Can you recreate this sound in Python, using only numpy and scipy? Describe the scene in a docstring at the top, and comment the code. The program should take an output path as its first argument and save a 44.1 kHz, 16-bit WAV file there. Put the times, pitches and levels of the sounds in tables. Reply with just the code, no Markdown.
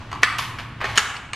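"""In a lively plank-walled room, a wooden hand loom works close by. Twice the shuttle is flung across
and cracks into its box, once on each side. In between, the beater thuds on the cloth, the heddle sticks
knock and loose parts rattle. Each blow makes the wood ring with a few dying tones and adds a snap of
noise. Under it all lie a low rumble and the hum of a distant motor."""
import sys
import numpy as np
from scipy import signal
from scipy.fft import rfft, irfft, next_fast_len
from scipy.io import wavfile
from scipy.ndimage import uniform_filter1d, map_coordinates

SR = 44100
rng = np.random.default_rng(int(sys.argv[2]) if len(sys.argv) > 2 else 0)


def to_wav(sig):
    """Store sig (one row per channel, or 1-D mono) as 16-bit WAV at the path in sys.argv[1].

    Samples outside -1..1 are clipped; the rate is SR.
    """
    pcm = np.clip(np.atleast_2d(sig), -1, 1) * 32767
    pcm = np.round(pcm).astype(np.int16)
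    wavfile.write(sys.argv[1], SR, pcm.T)  # frames by channels


N = 59535

# Tones each part rings with: pitch_hz, level_db, fade_s (a fade is the time to drop 60 dB)
DULL_BOX_TONES = [(412, -21, 0.0286), (1069.5, -6, 0.015), (1447, -7, 0.0222), (1744.4, -6.5, 0.072),
                  (1951.2, -1, 0.0343), (2283.3, -2.5, 0.0252), (2601, -4.5, 0.0199), (4146, -19.5, 0.0082),
                  (6915, -17.5, 0.014)]
BRIGHT_BOX_TONES = [(412.4, -26, 0.068), (1305.3, -11.5, 0.111), (1631, -17, 0.0234), (1773, -8, 0.036),
                    (2530, -18, 0.0233), (2841.8, -11.5, 0.041), (3040, -5, 0.01193), (4108, -23, 0.0363),
                    (4540, -13.5, .025), (5423, -13, 0.0205), (6675, -6.5, 0.0197), (8654, -13.5, 0.0116)]
BEATER_TONES = [(245.5, -22, 0.062), (393, -13, 0.0383), (652.2, -8, 0.0292), (811, -4.5, 0.0254),
                (1108, -11, 0.022), (1280, -7, 0.075), (1830, 1.5, 0.021), (2626, -14, 0.029),
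                (4138, -18.5, 0.063)]
PICKER_TONES = [(1015, -6.5, 0.034), (1314, -22.5, 0.031), (1702, -9, 0.0302), (2103, -2, 0.0083),
                (2478, -10.5, 0.0465), (2830, -9.5, 0.031), (4470, -17.5, 0.017), (6550, -13.5, 0.0304),
                (8060, -13, 0.0165)]
HEDDLE_TONES = [(1037.6, 9, 0.0179), (1155.8, -4, 0.091), (1275.7, -6, 0.094), (2886, -7, 0.0354),
                (4613, -18, 0.031), (6560, -17, 0.0178)]
BOBBIN_TONES = [(1207, -1, .04), (2439, 1, 0.01), (2886, 1.5, 0.0271), (4480, -1, 0.0144),
                (5154, -9, 0.0268), (7930, -21.5, 0.05)]
# Blows on each part: start_s, level_db, tilt_db_per_octave (more tilt sounds brighter)
DULL_BOX_HITS = [(.2280, -25, -5.5), (.2320, -1, -0.5), (.2368, -15, 3.5)]
BRIGHT_BOX_HITS = [(.9754, -4, 1), (.9797, -2.5, 1)]
BEATER_HITS = [(.8422, -15.5, -1.2)]
PICKER_HITS = [(.8128, -27, -3), (1.1018, -28, 1), (1.3328, -16.5, 1)]
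HEDDLE_HITS = [(.1155, -30, 4), (.1285, -23, 2), (.1500, -36.5, 5.5), (.1560, -29.5, -0.5),
               (.3915, -23, -1.5)]
BOBBIN_HITS = [(.3860, -29, 2), (.5890, -31, 0), (1.1660, -26, 0)]
# Bursts of rattling, and one slow scrape of the shuttle along its run: start_s, level_db, rise_s, fade_s,
# tilt_db_per_octave
RATTLE_BURSTS = [(0.1157, -37, 0.00153, 0.166, -2.5), (.2130, -41, 0.017, 0.053, 3.5),
                 (.3810, -23, 0.00574, 0.109, 3.5), (.4200, -32, 0.00255, 0.294, 1),
                 (0.5844, -29.5, 0.00268, 0.1644, -2), (0.8017, -30.5, 0.00377, 0.2, -5.5),
                 (0.8116, -26, 0.0028, 0.148, -5), (.8460, -25.5, 0.0047, 0.1604, -3),
                 (.8750, -34, 0.016, 0.51, -1), (.9560, -25.5, 0.00245, 0.18, 1.5),
                 (0.964, -31, 0.00304, 0.073, -1.5), (.9860, -21, 0.00835, 0.0525, -0.5),
                 (1.152, -32, 0.00223, 0.0684, -1.5)]
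# Colour of each noise, from bass to treble: pitch_hz, level_db
DULL_SNAP = [(100, -17.5), (280, -7.5), (600, -5), (1100, -1), (2200, 2.5), (3400, -5), (6800, -15),
             (10000, -26), (15000, -35)]
BRIGHT_SNAP = [(100, -4.5), (400, -7.5), (600, -8.5), (1200, 10.5), (3000, 1.5), (5000, -1.5), (8500, -10),
               (12000, -22), (15000, -47.5)]
WOOD_SNAP = [(100, -9), (400, -12.5), (1000, 7), (2400, 1.5), (4300, -6.5), (7000, -15.5), (12000, -30),
             (15000, -47.5)]
RATTLE_COLOUR = [(150, -18.5), (550, -10), (950, 0.5), (2200, 2), (4300, -4.5), (6500, -14), (8500, -22.5),
                 (11500, -21.5), (15000, -48)]
ECHO_COLOUR = [(150, -7.5), (500, -12.5), (900, -2.5), (2000, -7), (4000, -7.5), (7000, -7), (13000, -1.5)]
RUMBLE_COLOUR = [(20, -6), (35, -13), (52, 2), (80, -1.5), (130, 0), (180, -8), (260, -8.5), (350, -13.5),
                 (600, -23), (1200, -15.5), (3000, -22.5), (12000, -57)]
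LINGERING_COLOUR = [(200, -8.5), (550, 1), (1000, 8), (2400, -30), (4000, -11.5), (6500, -18), (12000, -36),
                    (15000, -55)]
# How well the tones carry into the room: pitch_hz, gain_db
TONE_CARRY = [(800, -0.5), (1300, -2), (2000, 1), (3000, -1), (6500, -3.5)]
# How long the room rings: pitch_hz, fade_s
ECHO_FADE = [(150, 0.82), (500, 1.8), (1200, 0.79), (2500, 0.878), (5000, 0.5), (8000, 0.63),
             (13000, 0.3589)]
# Stereo width, as side against middle: pitch_hz, side_db
ECHO_WIDTH = [(100, -31.5), (280, -15.5), (1000, -19.5), (2000, -17.5), (4000, -9), (8000, -2.5),
              (13000, 5)]
DIRECT_WIDTH = [(100, -28), (300, -10.5), (1000, -20), (2000, -23.5), (4000, -14.5), (12000, -2.5)]
AIR_WIDTH = [(60, -47.5), (130, -28.5), (280, -14.5), (1500, -16), (4000, -7.5), (10000, -0.5)]
# How the background swells and dips: time_s, level_db
RUMBLE_SWELL = [(0, -36.5), (.08, -39), (.17, -34.5), (.27, -40.5), (.6, -37.5), (.75, -39.5), (.93, -36.5),
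                (1.03, -44.5), (1.35, -42)]
HUM_SWELL = [(0, -52), (.25, -43), (.55, -42), (.78, -42.5), (.92, -37), (1.02, -52), (1.15, -50),
             (1.35, -55.5)]
# Softening of the highest treble: pitch_hz, gain_db
TREBLE_CUT = [(12000, 0), (13200, -2.5), (15500, -6.5)]


def dull_box():
    """The shuttle lands in the box on one side with a dull crack."""
    return struck(DULL_BOX_HITS, DULL_BOX_TONES, DULL_SNAP, snap_db=-4, snap_fade_s=0.02093,
                  attack_s=0.000099, ring_room_db=-7, snap_room_db=3)


def bright_box():
    """The shuttle lands in the other box, which rings brighter."""
    return struck(BRIGHT_BOX_HITS, BRIGHT_BOX_TONES, BRIGHT_SNAP, snap_db=-4.5, snap_fade_s=0.02543,
                  attack_s=0.000458, ring_room_db=-6, snap_room_db=1)


def beater():
    """The beater, a swinging bar, thuds on the cloth."""
    return struck(BEATER_HITS, BEATER_TONES, WOOD_SNAP, snap_db=-3, snap_fade_s=0.0255,
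                  attack_s=0.00026, ring_room_db=-1, snap_room_db=6.5)


def picker():
    """The picker, the part that throws the shuttle, clacks."""
    return struck(PICKER_HITS, PICKER_TONES, WOOD_SNAP, snap_db=-3.5, snap_fade_s=0.0293,
                  attack_s=0.00028, ring_room_db=-0.5, snap_room_db=4)


def heddles():
    """The heddle sticks, which lift the threads, knock lightly."""
    return struck(HEDDLE_HITS, HEDDLE_TONES, WOOD_SNAP, snap_db=-6, snap_fade_s=0.0217,
                  attack_s=0.000406, ring_room_db=1.5, snap_room_db=3)


def bobbin():
    """A small light part, probably the bobbin in the shuttle, ticks."""
    return struck(BOBBIN_HITS, BOBBIN_TONES, WOOD_SNAP, snap_db=-6, snap_fade_s=0.025,
                  attack_s=0.00058, ring_room_db=0, snap_room_db=-2.5)


def struck(hits, tones, snap_colour, snap_db, snap_fade_s, attack_s, ring_room_db, snap_room_db):
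    """Each blow makes the wood ring and adds a snap of noise. Gives (direct sound, sound to the room)."""
    ring, snap = np.zeros(N), np.zeros(N)
    t = np.arange(SR // 10) / SR
    attack = 1 - np.exp(-t / attack_s)
    for start_s, db, tilt in hits:
        for k, (hz, tone_db, fade_s) in enumerate(tones):
            fade = amp(tone_db + rng.normal(0, 1) - 60 * t / fade_s)
            tone = (-1) ** k * np.sin(2 * np.pi * hz * t)  # every second tone starts downward
            add(ring, start_s, amp(db) * attack * fade * brightness(hz, tilt) * tone)
        snap_shape = attack * amp(db + snap_db - 60 * t / snap_fade_s)
        add(snap, start_s, snap_shape * noise(snap_colour, tilt, size=len(t)))
    to_room = amp(ring_room_db) * coloured(ring, TONE_CARRY) + amp(snap_room_db) * snap
    return np.array([ring + snap, to_room])


def rattles(grain_db, room_db):
    """The reed (the loom's comb) and loose parts make bursts of tiny taps; one slow, long burst is the shuttle
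    scraping along its run. Gives (direct, to the room)."""
    direct = np.zeros(N)
    t = np.arange(SR // 5) / SR
    for start_s, db, rise_s, fade_s, tilt in RATTLE_BURSTS:
        flicker = unit(uniform_filter1d(rng.standard_normal(len(t)), size=50))
        grains = unit(amp(grain_db * flicker))
        shape = np.minimum(t / rise_s, 1) * amp(-60 * np.maximum(t - rise_s, 0) / fade_s)
        add(direct, start_s, amp(db) * shape * grains * noise(RATTLE_COLOUR, tilt, size=len(t)))
    return np.array([direct, amp(room_db) * direct])


def room(direct, to_room, build_s=0.0189, early_db=-9.5, early_fade_s=0.0588, early_delay_s=0.008):
    """The direct sound, quick echoes from frame and floor, then the long tail of the room."""
    t = np.arange(SR) / SR
    # The tail is noise split into bands, each fading at its own speed.
    hz, times, bands = signal.stft(rng.standard_normal((2, SR)), SR, nperseg=256)
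    fade = amp(-60 * times / along(ECHO_FADE, hz)[:, None])
    colour = amp(along(ECHO_COLOUR, hz))[:, None] / np.sqrt(SR * np.mean(fade ** 2))
    tail = signal.istft(bands * fade * colour, SR, nperseg=256)[1][:, :SR]
    tail *= 1 - np.exp(-t / build_s)
    early = rng.standard_normal((2, SR)) * amp(-60 * t / early_fade_s) * (t > early_delay_s)
    early *= amp(early_db) / np.linalg.norm(early[0])
    echoes = signal.fftconvolve(to_room[None], stereo(*(tail + early), ECHO_WIDTH), axes=1)[:, :N]
    scatter = rng.standard_normal(SR // 300)  # a tiny smear widens the direct sound
    side = np.convolve(direct, scatter / np.linalg.norm(scatter))[:N]
    return stereo(direct, side, DIRECT_WIDTH) + echoes


def motor(pitch_hz=112.61, wander_depth=0.01646):
    """A distant motor hums on one slightly wandering note."""
    t = np.arange(N) / SR
    wander = map_coordinates(rng.standard_normal(24), [t * 10])  # ten random values a second
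    hz = pitch_hz * (1 + wander_depth * wander)
    return unit(np.sin(2 * np.pi * np.cumsum(hz) / SR)) * level(HUM_SWELL)


def room_air(ring_db=-45.5, fall_db_per_s=44):
    """A low rumble, and the room still ringing from the stroke before."""
    fade = amp(ring_db - fall_db_per_s * np.arange(N) / SR)
    mid, side = [level(RUMBLE_SWELL) * noise(RUMBLE_COLOUR) + fade * noise(LINGERING_COLOUR)
                 for _ in range(2)]
    return stereo(mid, side, AIR_WIDTH)


def amp(db):
    """Turn decibels into a gain."""
    return 10 ** (np.asarray(db) / 20)


def unit(x):
    """Scale to an average power of 1."""
    return x / np.sqrt(np.mean(x ** 2) + 1e-20)


def along(table, hz):
    """Read a table between its rows, with octaves evenly spaced."""
    pitches, values = np.transpose(table)
    return np.interp(np.log(hz + 1), np.log(pitches + 1), values)


def level(swell):
    """Turn a loudness curve into one gain per sample."""
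    return amp(np.interp(np.arange(N) / SR, *np.transpose(swell)))


def coloured(x, colour, extra_gain=lambda hz: 1):
    """Turn each pitch up or down by a table and any extra gain."""
    length = x.shape[-1]
    padded = next_fast_len(length + 2048, True)
    hz = np.fft.rfftfreq(padded, 1 / SR)
    gain = amp(along(colour, hz)) * extra_gain(hz)
    return irfft(rfft(x, padded) * gain, padded)[..., :length]


def brightness(hz, tilt):
    """A harder contact gives more treble, a softer one less."""
    return amp(tilt * np.log2(np.maximum(hz, 500) / 2000))


def noise(colour, tilt=0, size=N):
    """Coloured noise with an average power of 1."""
    return unit(coloured(rng.standard_normal(size), colour, lambda hz: brightness(hz, tilt)))


def add(track, start_s, sound):
    """Mix a sound into a track."""
    i = round(start_s * SR)
    track[i:i + len(sound)] += sound[:N - i]


def stereo(mid, side, width):
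    """Make left and right from a middle and a side signal."""
    side = coloured(side, width)
    return np.array([mid + side, mid - side])


def scene():
    """All parts of the loom in the room, over the background."""
    dull, bright = dull_box(), bright_box()
    other_parts = beater() + picker() + heddles() + bobbin() + rattles(grain_db=2.5, room_db=3)
    return room(*dull) + room(*bright) + room(*other_parts) + motor() + room_air()


def record(dry):
    """Round off the loudest cracks, soften the treble and cut the very top."""
    rounded = dry / (1 + np.abs(dry) ** 6) ** (1 / 6)
    return coloured(rounded, TREBLE_CUT, lambda hz: hz < 15800)


dry = scene()
out = record(dry)
to_wav(out)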